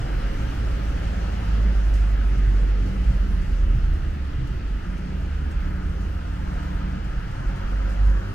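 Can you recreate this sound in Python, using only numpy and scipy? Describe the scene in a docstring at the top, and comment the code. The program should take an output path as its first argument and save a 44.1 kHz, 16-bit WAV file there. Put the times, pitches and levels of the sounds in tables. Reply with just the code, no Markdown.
"""City street on foot, slow traffic

A walker passes along a street, picked up in two channels with the cars and the shoes.
Engines drone as sines on their firing rates among single gliding tones; low thuds are decaying modes.
Exhaust boom and rumble, roar, tyres and hiss are shaped noise that drifts in level and bearing.
Shoes scuff in clumps of tiny clicks on gritty asphalt, and single grains snap with a short ping.
"""
import sys
import numpy as np
from scipy import signal
from scipy.fft import rfft, irfft
from scipy.io import wavfile
from scipy.ndimage import uniform_filter1d

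SR = 44100
rng = np.random.default_rng(int(sys.argv[2]) if len(sys.argv) > 2 else 0)


def transcribe(u):
    """Save the signal u as a 16-bit wav file named by the first command-line argument.

    u: samples, shape (n,) or (channels, n), limited to [-1, 1]; the rate is SR.
    q: integer samples, one column per channel.
    """
    v = np.clip(np.atleast_2d(u).T, -1, 1)
    q = np.round(v * 32767).astype(np.int16)
    wavfile.write(sys.argv[1], SR, q)


N = 367794

# likeness, lead and level difference of the two channels by frequency, before the road noise wanders:
# (frequency [Hz], likeness [0-1], lead of the left channel [rad], left minus right [dB])
CHANNEL_PAIR = [(60, .99, .16, -1.8), (200, .95, .5, .2), (350, .9, .93, .2), (480, .85, 1.3, 1),
                (600, .68, 1.72, 1.4), (700, .7, 2.1, 1.7), (1000, .93, 3.1, 1.3), (1190, .93, 3.5, 2),
                (1205, .8, .47, 1.5), (1600, .78, .45, .7), (2300, .5, .6, .4), (3300, .14, 1.2, .8),
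                (5000, .08, 2.9, 1.4), (7000, .12, 0, 1), (11000, .26, 0, .8), (15000, .28, 0, .7)]
# spectrum of crushed grit: (frequency [Hz], relative level [dB])
GRIT_SPECTRUM = [(2000, -30), (4000, 1), (6500, 0.5), (9000, -6.5), (12000, -10), (15500, -16)]


def gain_of(db):
    """Amplitude factor of a level in dB."""
    return 10 ** (np.asarray(db) / 20)


def evened(x):
    """Scales x to an rms of 1."""
    return x / np.sqrt(np.mean(x ** 2) + 1e-20)


def read(points, hz):
    """Reads the columns of a table at any frequency, along a log frequency axis."""
    f, *values = np.transpose(points)
    return np.squeeze([np.interp(np.log(hz + 1), np.log(f + 1), v) for v in values])


def add(mix, s, sound):
    """Lays a sound into the mix from s seconds on."""
    part = mix[..., round(s * SR):][..., :sound.shape[-1]]
    part += sound[..., :part.shape[-1]]


def colour(x, points):
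    """Shapes x by a spectrum."""
    hz = np.fft.rfftfreq(x.shape[-1], 1 / SR)
    return irfft(rfft(x) * gain_of(read(points, hz)), x.shape[-1])


def drift(count, seconds):
    """Smooth random wander of rms 1."""
    size = int(seconds * SR) + 1
    once = uniform_filter1d(rng.standard_normal(count), size)
    return evened(uniform_filter1d(once, size))


def mottle(shape, bins, frames):
    """Random patches of rms 1, so many bins (10.8 Hz) wide and frames (23 ms) long."""
    wide = uniform_filter1d(rng.standard_normal(shape), size=bins, axis=0)
    return evened(uniform_filter1d(wide, size=frames, axis=1))


def road_power(hz, t):
    """Power of five noise layers, each a fixed spectrum under a moving level, two of them tilting."""
    # controls of the road noise; rumble, tyres and hiss take shares of the first two, the roar has its
    # own level: (time [s], nearness of the line of cars [dB], swell of rolling tyres [dB], roar level [dB])
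    controls = [(0.0, 2, 1, -38.5), (.3, 3.5, 1.5, -42.5), (0.7, 3, 1, -44), (1.4, 2.5, 1, -41),
                (2.1, 1, -0.5, -44.5), (2.8, 0.5, -2, -45.5), (3.2, 0, -2, -46), (3.9, -1.5, -3.5, -51),
                (4.6, -2, -4, -53.5), (4.9, -1.5, -2.5, -51), (5.15, -2, -3.5, -48), (5.4, -2, -1.5, -50),
                (5.55, -2.5, 0.5, -47.5), (5.8, -3.5, 1, -47.5), (6.0, -2.5, -2, -47),
                (6.25, -2.5, -2.5, -49), (6.6, -0.5, 1, -47.5), (6.95, -2, -1.5, -50),
                (7.3, -1.5, 1.5, -51), (7.7, -0.5, 2, -44), (8.34, -1.5, 2.5, -46)]
    # level of the boom: (time [s], level [dB])
    boom_level = [(0.0, -33), (.5, -37), (1.4, -37), (2.8, -36.5), (3.7, -33.5), (4.5, -36.5), (4.9, -39),
                  (5.8, -36), (6.3, -38), (8.34, -39)]
    # rows rumble, tyres, hiss: (level [dB], share of nearness [ratio], share of tyre swell [ratio])
    layer_shares = [(-39.5, 0.66, -0.3), (-43.5, .05, 0.9), (-47.5, 0.93, 0.12)]
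    # spectra of the layers, lowest first: (frequency [Hz], relative density [dB])
    boom_spectrum = [(15, -3), (30, 6.5), (45, 10.5), (60, 3.5), (100, -2.5), (150, -4.5), (200, -12),
                     (500, -60)]
    rumble_spectrum = [(60, -45), (150, -4.5), (200, -2), (250, -5.5), (300, -5.5), (380, -12.5),
                       (700, -22), (3000, -97)]
    roar_spectrum = [(100, -67), (250, 1.5), (400, 0), (520, -0.5), (548, 3), (580, -1), (700, -1),
                     (1000, -7), (2000, -37), (5000, -90)]
    tyre_spectrum = [(200, -66), (500, -25), (800, 0.5), (1000, -1), (1200, 0), (1380, 0.5), (1650, -1.5),
                     (1900, -8.5), (2300, -17), (4000, -60), (9000, -90)]
    hiss_spectrum = [(800, -65), (1700, 0), (2020, 0.5), (2300, -2), (2900, -0.5), (3600, -8.5), (4500, -9),
                     (6000, -13), (7000, -17), (8500, -21.5), (10000, -25.5), (12500, -27.5),
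                     (15600, -34.5)]
    s, near_db, swell_db, roar_db = np.transpose(controls)
    boom_db = np.interp(s, *np.transpose(boom_level))
    rumble_db, tyre_db, hiss_db = (
        db + near * near_db + swell * swell_db for db, near, swell in layer_shares)
    *_, roar_tilt, hiss_tilt = bearing_at(t)
    roar_tilt_db = np.outer(np.log2((hz + 1) / 500), roar_tilt)  # pivots at 500 Hz
    hiss_tilt_db = np.outer(np.log2((hz + 1) / 4500), hiss_tilt)  # pivots at 4500 Hz
    # the band [Hz] in which each level holds, before tilt
    layers = [(boom_spectrum, boom_db, 0, (100, 170)),
              (rumble_spectrum, rumble_db, 0, (200, 380)),
              (roar_spectrum, roar_db, roar_tilt_db, (400, 700)),
              (tyre_spectrum, tyre_db, 0, (1250, 2000)),
              (hiss_spectrum, hiss_db, hiss_tilt_db, (2500, 9000))]
    power = 0
    for spectrum, db, tilt_db, (lo, hi) in layers:
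        density = gain_of(2 * read(spectrum, hz))
        density = density / density[(hz > lo) & (hz < hi)].sum()
        power = power + density[:, None] * gain_of(2 * (np.interp(t, s, db) + tilt_db))
    return power


def bearing_at(t):
    """The road noise shifts as the walker moves on: lead, spread and two tilts at the times t."""
    # (time [s], added lead of the left channel [microseconds], spread of the sources [exponent on
    # likeness: 1 usual, higher wider], roar tilt [dB per octave], hiss tilt [dB per octave])
    bearing = [(0.0, -30, 0.87, 0, 0.5), (.9, -11, 1.04, 0, 0.5), (2.1, -10, 0.79, 0.5, 0),
               (3.3, -15, 1.2, -4, 0.5), (4.4, -39, 1.05, 5, 0), (5.1, -27, 0.78, 2, -0.4),
               (5.8, -7, 0.79, -4, 0.3), (6.7, 10, 0.74, 11, 0.1), (7.4, 15, 0.91, 6, -0.5),
               (8.34, 55, 0.57, -3, 1.5)]
    s, *columns = np.transpose(bearing)
    return [np.interp(t, s, c) for c in columns]


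def traffic(patchy_db=0.75, flicker_db=1.8, streak_db=2.5, lead_wander=0.28, surge_db=1.05):
    """Road noise, partly alike in both channels; patches drift and the treble flickers."""
    hz = np.fft.rfftfreq(4096, 1 / SR)
    t = np.arange(N // 1024 + 5) * 1024 / SR
    shape = len(hz), len(t)
    a, b, c, d = rng.standard_normal((4, *shape))
    left, other = a + 1j * b, c + 1j * d
    lead_us, spread, *_ = bearing_at(t)
    same, lead, side_db = read(CHANNEL_PAIR, hz)[:, :, None]
    # the loudest car keeps changing, so the delay between the channels wanders
    lead = lead * (1 + lead_wander * mottle(shape, 6, 3))
    # above 3 kHz the added lead grows no further in phase
    lead = lead + 2 * np.pi * np.outer(np.minimum(hz, 3000), lead_us) / 10 ** 6
    same = same ** spread
    half = gain_of(side_db / 2) * np.exp(.5j * lead)
    right = same * left + np.sqrt(1 - same ** 2) * other
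    z = np.array([left * half, right / half])
    # narrow, lingering streaks in the low end
    z *= gain_of(streak_db * mottle(shape, 2, 14) * np.clip(1 - hz / 1000, 0, 1)[:, None])
    # the low noise surges and dips in random patches
    z *= gain_of(surge_db * mottle(shape, 8, 5) * np.clip(1 - hz / 1300, 0, 1)[:, None])
    treble = np.clip(hz / 10000, 0, 1)[:, None]
    flicker = treble * mottle(shape, 300, 2)
    z *= gain_of(patchy_db * mottle(shape, 40, 5) + flicker_db * flicker)
    z *= np.sqrt(road_power(hz, t))
    return np.sqrt(2 / 3) * signal.istft(z, nperseg=4096, noverlap=3072)[1][:, :N]


def engine(rows, orders, upper=(), waver_db=0.83, upper_waver_db=2.0, unsteady=0.00209):
    """Sines on multiples of the firing rate; uneven combustion makes pitch and strength waver."""
    s, *columns = np.transpose(rows)
    t = np.arange(s[0], s[-1], 1 / SR)
    hz, *levels_db = (np.interp(t, s, c) for c in columns)
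    lines = []
    for k, db in zip(orders, levels_db):
        db = db + waver_db * drift(len(t), 0.024)
        if k > 1:
            db = db + upper_waver_db * drift(len(t), .12)
        lines.append((k, db))
    # the high multiples come and go as other cars shade the path
    for k, db in upper:
        lines.append((k, levels_db[-1] + db + upper_waver_db * drift(len(t), 0.14)))
    turns = np.cumsum(hz * (1 + unsteady * drift(len(t), 0.079))) / SR
    tones = sum(gain_of(db) * np.sin(2 * np.pi * (k * turns + rng.random())) for k, db in lines)
    fades = signal.windows.tukey(len(t), 0.022 / (s[-1] - s[0]))  # 11 ms at each end
    return s[0], np.sqrt(2) * tones * fades  # levels are rms


def glide(start, length, from_hz, to_hz, bend, top_db):
    """One tone bends from pitch to pitch under a rounded swell, 8 dB down at both ends."""
    u = np.linspace(0, 1, 40)
    hz = from_hz + (to_hz - from_hz) * u ** bend
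    return np.transpose([start + length * u, hz, top_db - 8 * abs(2 * u - 1) ** 2])


def drones(mix):
    """Single tones, low drones and faint whines, swelling and fading; some glide in pitch."""
    # (start [s], length [s], from [Hz], to [Hz], bend of the glide [exponent: under 1 early, over 1 late],
    # mean rms level at the top of the swell [dB])
    single_tones = [(0.0, 1.05, 35.77, 40.56, 0.98, -30), (0.0, 0.4, 47.5, 45.3, 0.36, -28),
                    (0.0, 0.39, 60.5, 59.3, 0.9, -30.5), (0.402, 1.2, 71.8, 71.6, 0.99, -31.5),
                    (0.6, 1.32, 150.6, 175.8, 0.603, -39.5), (0.75, 0.97, 178.5, 202.8, 1.0, -40.5),
                    (1.609, 1.2, 64.1, 66.7, 0.93, -33), (1.9, 1.5, 125, 142.5, 0.66, -45),
                    (2.75, 0.78, 193, 186.7, 1.75, -37.5), (3.099, 1.05, 28.9, 26.9, 0.8, -31),
                    (4.099, 0.73, 25.7, 28.04, 1.12, -33), (5.199, 1.3, 68.96, 89.7, 0.898, -33),
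                    (6.499, 0.59, 29.36, 28.36, 0.99, -36), (7.0, 0.7, 115.8, 139, 1, -38.5),
                    (0.0, .9, 549, 545, 0.9, -55.5), (7.6, 0.68, 543, 540, 0.91, -52),
                    (0.0, 5.2, 2006, 1990, 1.04, -65)]
    for row in single_tones:
        add(mix, *engine(glide(*row), (1,)))


def thuds(mix):
    """Low thuds, as of wheels over a seam in the road: three modes ring after a soft onset."""
    # (time [s], level on top of the modes [dB])
    hits = [(0.149, -31), (2.47, -25.5), (2.51, -37), (3.005, -28.5), (3.099, -21), (3.747, -20.5),
            (3.845, -25), (4.383, -20), (4.421, -21.5), (4.505, -25), (6.518, -29)]
    # (frequency [Hz], level before the onset [dB], t60 [s])
    modes = [(126, 7, 0.14), (145.6, 1, 0.093), (90, -10, 0.13)]
    t = np.arange(SR // 2) / SR
    onset = 1 - np.exp(-t / 0.011)
    ring = sum(gain_of(db - 60 * t / t60) * np.sin(2 * np.pi * hz * t) for hz, db, t60 in modes)
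    for s, db in hits:
        add(mix, s, gain_of(db) * ring * onset)


def passing_engines(mix):
    """Four-cylinder engines: the upper multiples change slowly while the exhaust boom swells."""
    # one table per engine: (time [s], firing rate [Hz], level [dB])
    firing = [
        [(0.4, 56.1, -28), (0.8, 54.7, -24), (1.2, 52.8, -28), (1.5, 52.6, -25.5), (1.67, 52.6, -16.5),
         (1.81, 51, -19), (1.97, 50.24, -17), (2.35, 48.65, -20), (2.51, 47.7, -15.5), (2.77, 47.5, -18.5),
         (2.93, 46.03, -26), (3.07, 45.85, -21), (3.3, 43.85, -23.5), (3.65, 41.33, -20), (3.95, 40.3, -23.5),
         (4.2, 37.8, -46)],
        [(4.2, 49.05, -44), (4.6, 50.2, -28.5), (4.9, 45.91, -33), (5.4, 47.8, -30.5), (5.7, 49.96, -33.5),
         (6.0, 52.04, -26), (6.4, 50.7, -33.5), (6.8, 49.9, -28.5), (7.0, 48.95, -36), (7.2, 48.3, -26.5)],
        [(7.3, 42.8, -42), (7.4, 44.07, -35), (7.48, 44.65, -19), (7.62, 46.47, -34), (7.74, 48, -20.5),
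         (7.9, 48.7, -24.5), (8.07, 49.42, -14), (8.17, 49.4, -19), (8.33, 48.5, -50)],
    ]
    # one row per engine: (2nd multiple at start, a third, two thirds and end [dB], 4th likewise [dB])
    upper_levels = [(-33.5, -40.5, -38.5, -48, -44.5, -51, -41.5, -46.5),
                    (-56, -52, -45, -49, -49, -52, -56, -60),
                    (-38, -37.5, -38, -35.5, -53, -40.5, -46.5, -42.5)]
    for rows, upper_db in zip(firing, upper_levels):
        s = np.transpose(rows)[0]
        thirds = np.linspace(s[0], s[-1], 4)
        ramps_db = [np.interp(s, thirds, db) for db in np.reshape(upper_db, (2, 4))]
        add(mix, *engine(np.column_stack([rows, *ramps_db]), (1, 2, 4)))


def steps():
    """Each step crushes a clump of grit: dense tiny clicks of unequal size, swelling and dying fast."""
    # shoes on asphalt: (time, 4 ms after the start [s], rms level before onset and decay [dB],
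    # decay t60 [s], left minus right [dB])
    footfalls = [(.889, -58, 0.43, .5), (1.322, -57, .15, -8), (1.941, -50, 0.4, 1), (2.381, -53, .1, -3),
                 (2.86, -57, 0.79, -2), (3.419, -55, .12, -3), (3.52, -61, 0.6, 3), (3.931, -59, 0.32, 4),
                 (4.476, -55, 0.12, -5), (4.979, -58, .15, 7), (5.513, -54, 0.12, 0), (6.01, -58, 0.32, 0),
                 (6.48, -61, 0.16, 0), (6.534, -59, 0.28, 4), (6.632, -57, 0.14, 4), (7.046, -57, 0.19, 0),
                 (7.562, -54, 0.14, .5), (7.895, -56, 0.36, .5), (8.06, -57, 0.24, 1),
                 (8.102, -60, 0.071, -1)]
    out, t = np.zeros((2, N)), np.arange(8192) / SR
    onset = 1 - np.exp(-t / 0.0014)
    for s, db, t60, side_db in footfalls:
        sizes_db = 1.8 * np.minimum(rng.exponential(1, len(t)), 4)
        grains = rng.standard_normal((2, len(t))) * gain_of(sizes_db)
        # each channel also carries a little of the other's grains
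        grains = evened(colour(grains + grains[::-1] * 0.19, GRIT_SPECTRUM))
        shape = gain_of(db - 60 * t / t60) * onset
        add(out, s - .004, grains * shape * gain_of([[side_db / 2], [-side_db / 2]]))
    return out


def pings():
    """Grains snap under the sole: a dry click and a few cycles at one pitch, the same in both channels."""
    # (time [s], click peak [dB], ping level before onset and decay [dB], ping pitch [Hz], ping t60 [s])
    snaps = [(1.942, -43, -52, 6170, .02), (1.953, -47, -55, 6340, .02), (1.965, -48, -58, 6200, .015),
             (2.378, -42, -53, 6700, .012), (3.421, -52, -62, 6460, .012), (4.473, -41, -52, 6850, .01),
             (4.98, -52, -62, 6500, .012), (5.51, -48, -62, 6430, .012), (5.515, -58, -53, 6630, 0.013),
             (5.618, -52, -54, 6300, .01), (7.315, -62, -51, 9346, .012), (7.406, -58, -54, 9300, .018),
             (7.585, -60, -55, 6200, .012), (7.896, -44, -54, 8480, .012), (7.903, -48, -53, 8300, .012),
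             (8.099, -50, -46, 6530, .012)]
    out, t = np.zeros(N), np.arange(2048) / SR
    onset = 1 - np.exp(-t / .0005)
    click = colour(signal.unit_impulse(256, "mid"), GRIT_SPECTRUM)
    for s, click_db, db, hz, t60 in snaps:
        add(out, s - len(click) / 2 / SR, gain_of(click_db) * click / click.max())
        add(out, s - .001, gain_of(db - 60 * t / t60) * onset * np.sin(2 * np.pi * hz * t))
    return out


def pulling_away(mix):
    """A car pulls away, holds its speed and eases off: one sine follows its firing rate."""
    # (time [s], firing rate [Hz], level [dB])
    pull = [(2.9, 52.6, -38), (3.07, 57.2, -20.5), (3.25, 67.2, -31), (3.55, 69.8, -28),
            (4.15, 70.2, -26.5), (4.3, 67.9, -33.5), (4.47, 61.4, -30), (4.63, 66.5, -35), (4.8, 64.4, -44)]
    add(mix, *engine(pull, (1,)))


def steady_engine(mix):
    """An engine at steady speed: multiples of 36.27 Hz, each rising and falling on its own."""
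    # times of the levels [s]
    times = (4.85, 5.1, 5.4, 5.7, 6.3, 6.85, 7.2)
    # rows are the multiples 1, 2, 4, 5: (level at each of the seven times [dB])
    levels = [(-50, -48, -38, -52, -53, -34, -47), (-32.5, -34, -32, -36.5, -31.5, -32.5, -41.5),
              (-48, -40.5, -43, -48, -43, -41.5, -58), (-45, -39.5, -49.5, -39, -39.5, -37.5, -45.5)]
    # fainter high multiples: (multiple [ratio], level relative to the 5th multiple [dB])
    high_multiples = [(6, -24), (8, -12.5), (15, -29)]
    rows = np.vstack([times, [36.27] * len(times), levels]).T
    add(mix, *engine(rows, (1, 2, 4, 5), high_multiples))


def from_road_side(mix):
    """Engines and thuds arrive from the road side: one signal, led and levelled apart by channel."""
    _, lead, side_db = read(CHANNEL_PAIR, np.fft.rfftfreq(N, 1 / SR))
    half = gain_of(side_db / 2) * np.exp(.5j * lead)
    return irfft(rfft(mix) * np.array([half, 1 / half]), N)


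def scene():
    """The road side, the road noise and the walker's shoes in both channels."""
    road_side = np.zeros(N)
    for source in (drones, thuds, passing_engines, pulling_away, steady_engine):
        source(road_side)
    return traffic() + from_road_side(road_side) + steps() + pings()


def record(dry):
    """The band limit of the recorder: a steep low-pass at 15.7 kHz."""
    low_pass = signal.firwin(1023, 15700, window=("kaiser", 9), fs=SR)
    return signal.oaconvolve(dry, low_pass[None], "same")


dry = scene()
out = record(dry)
transcribe(out)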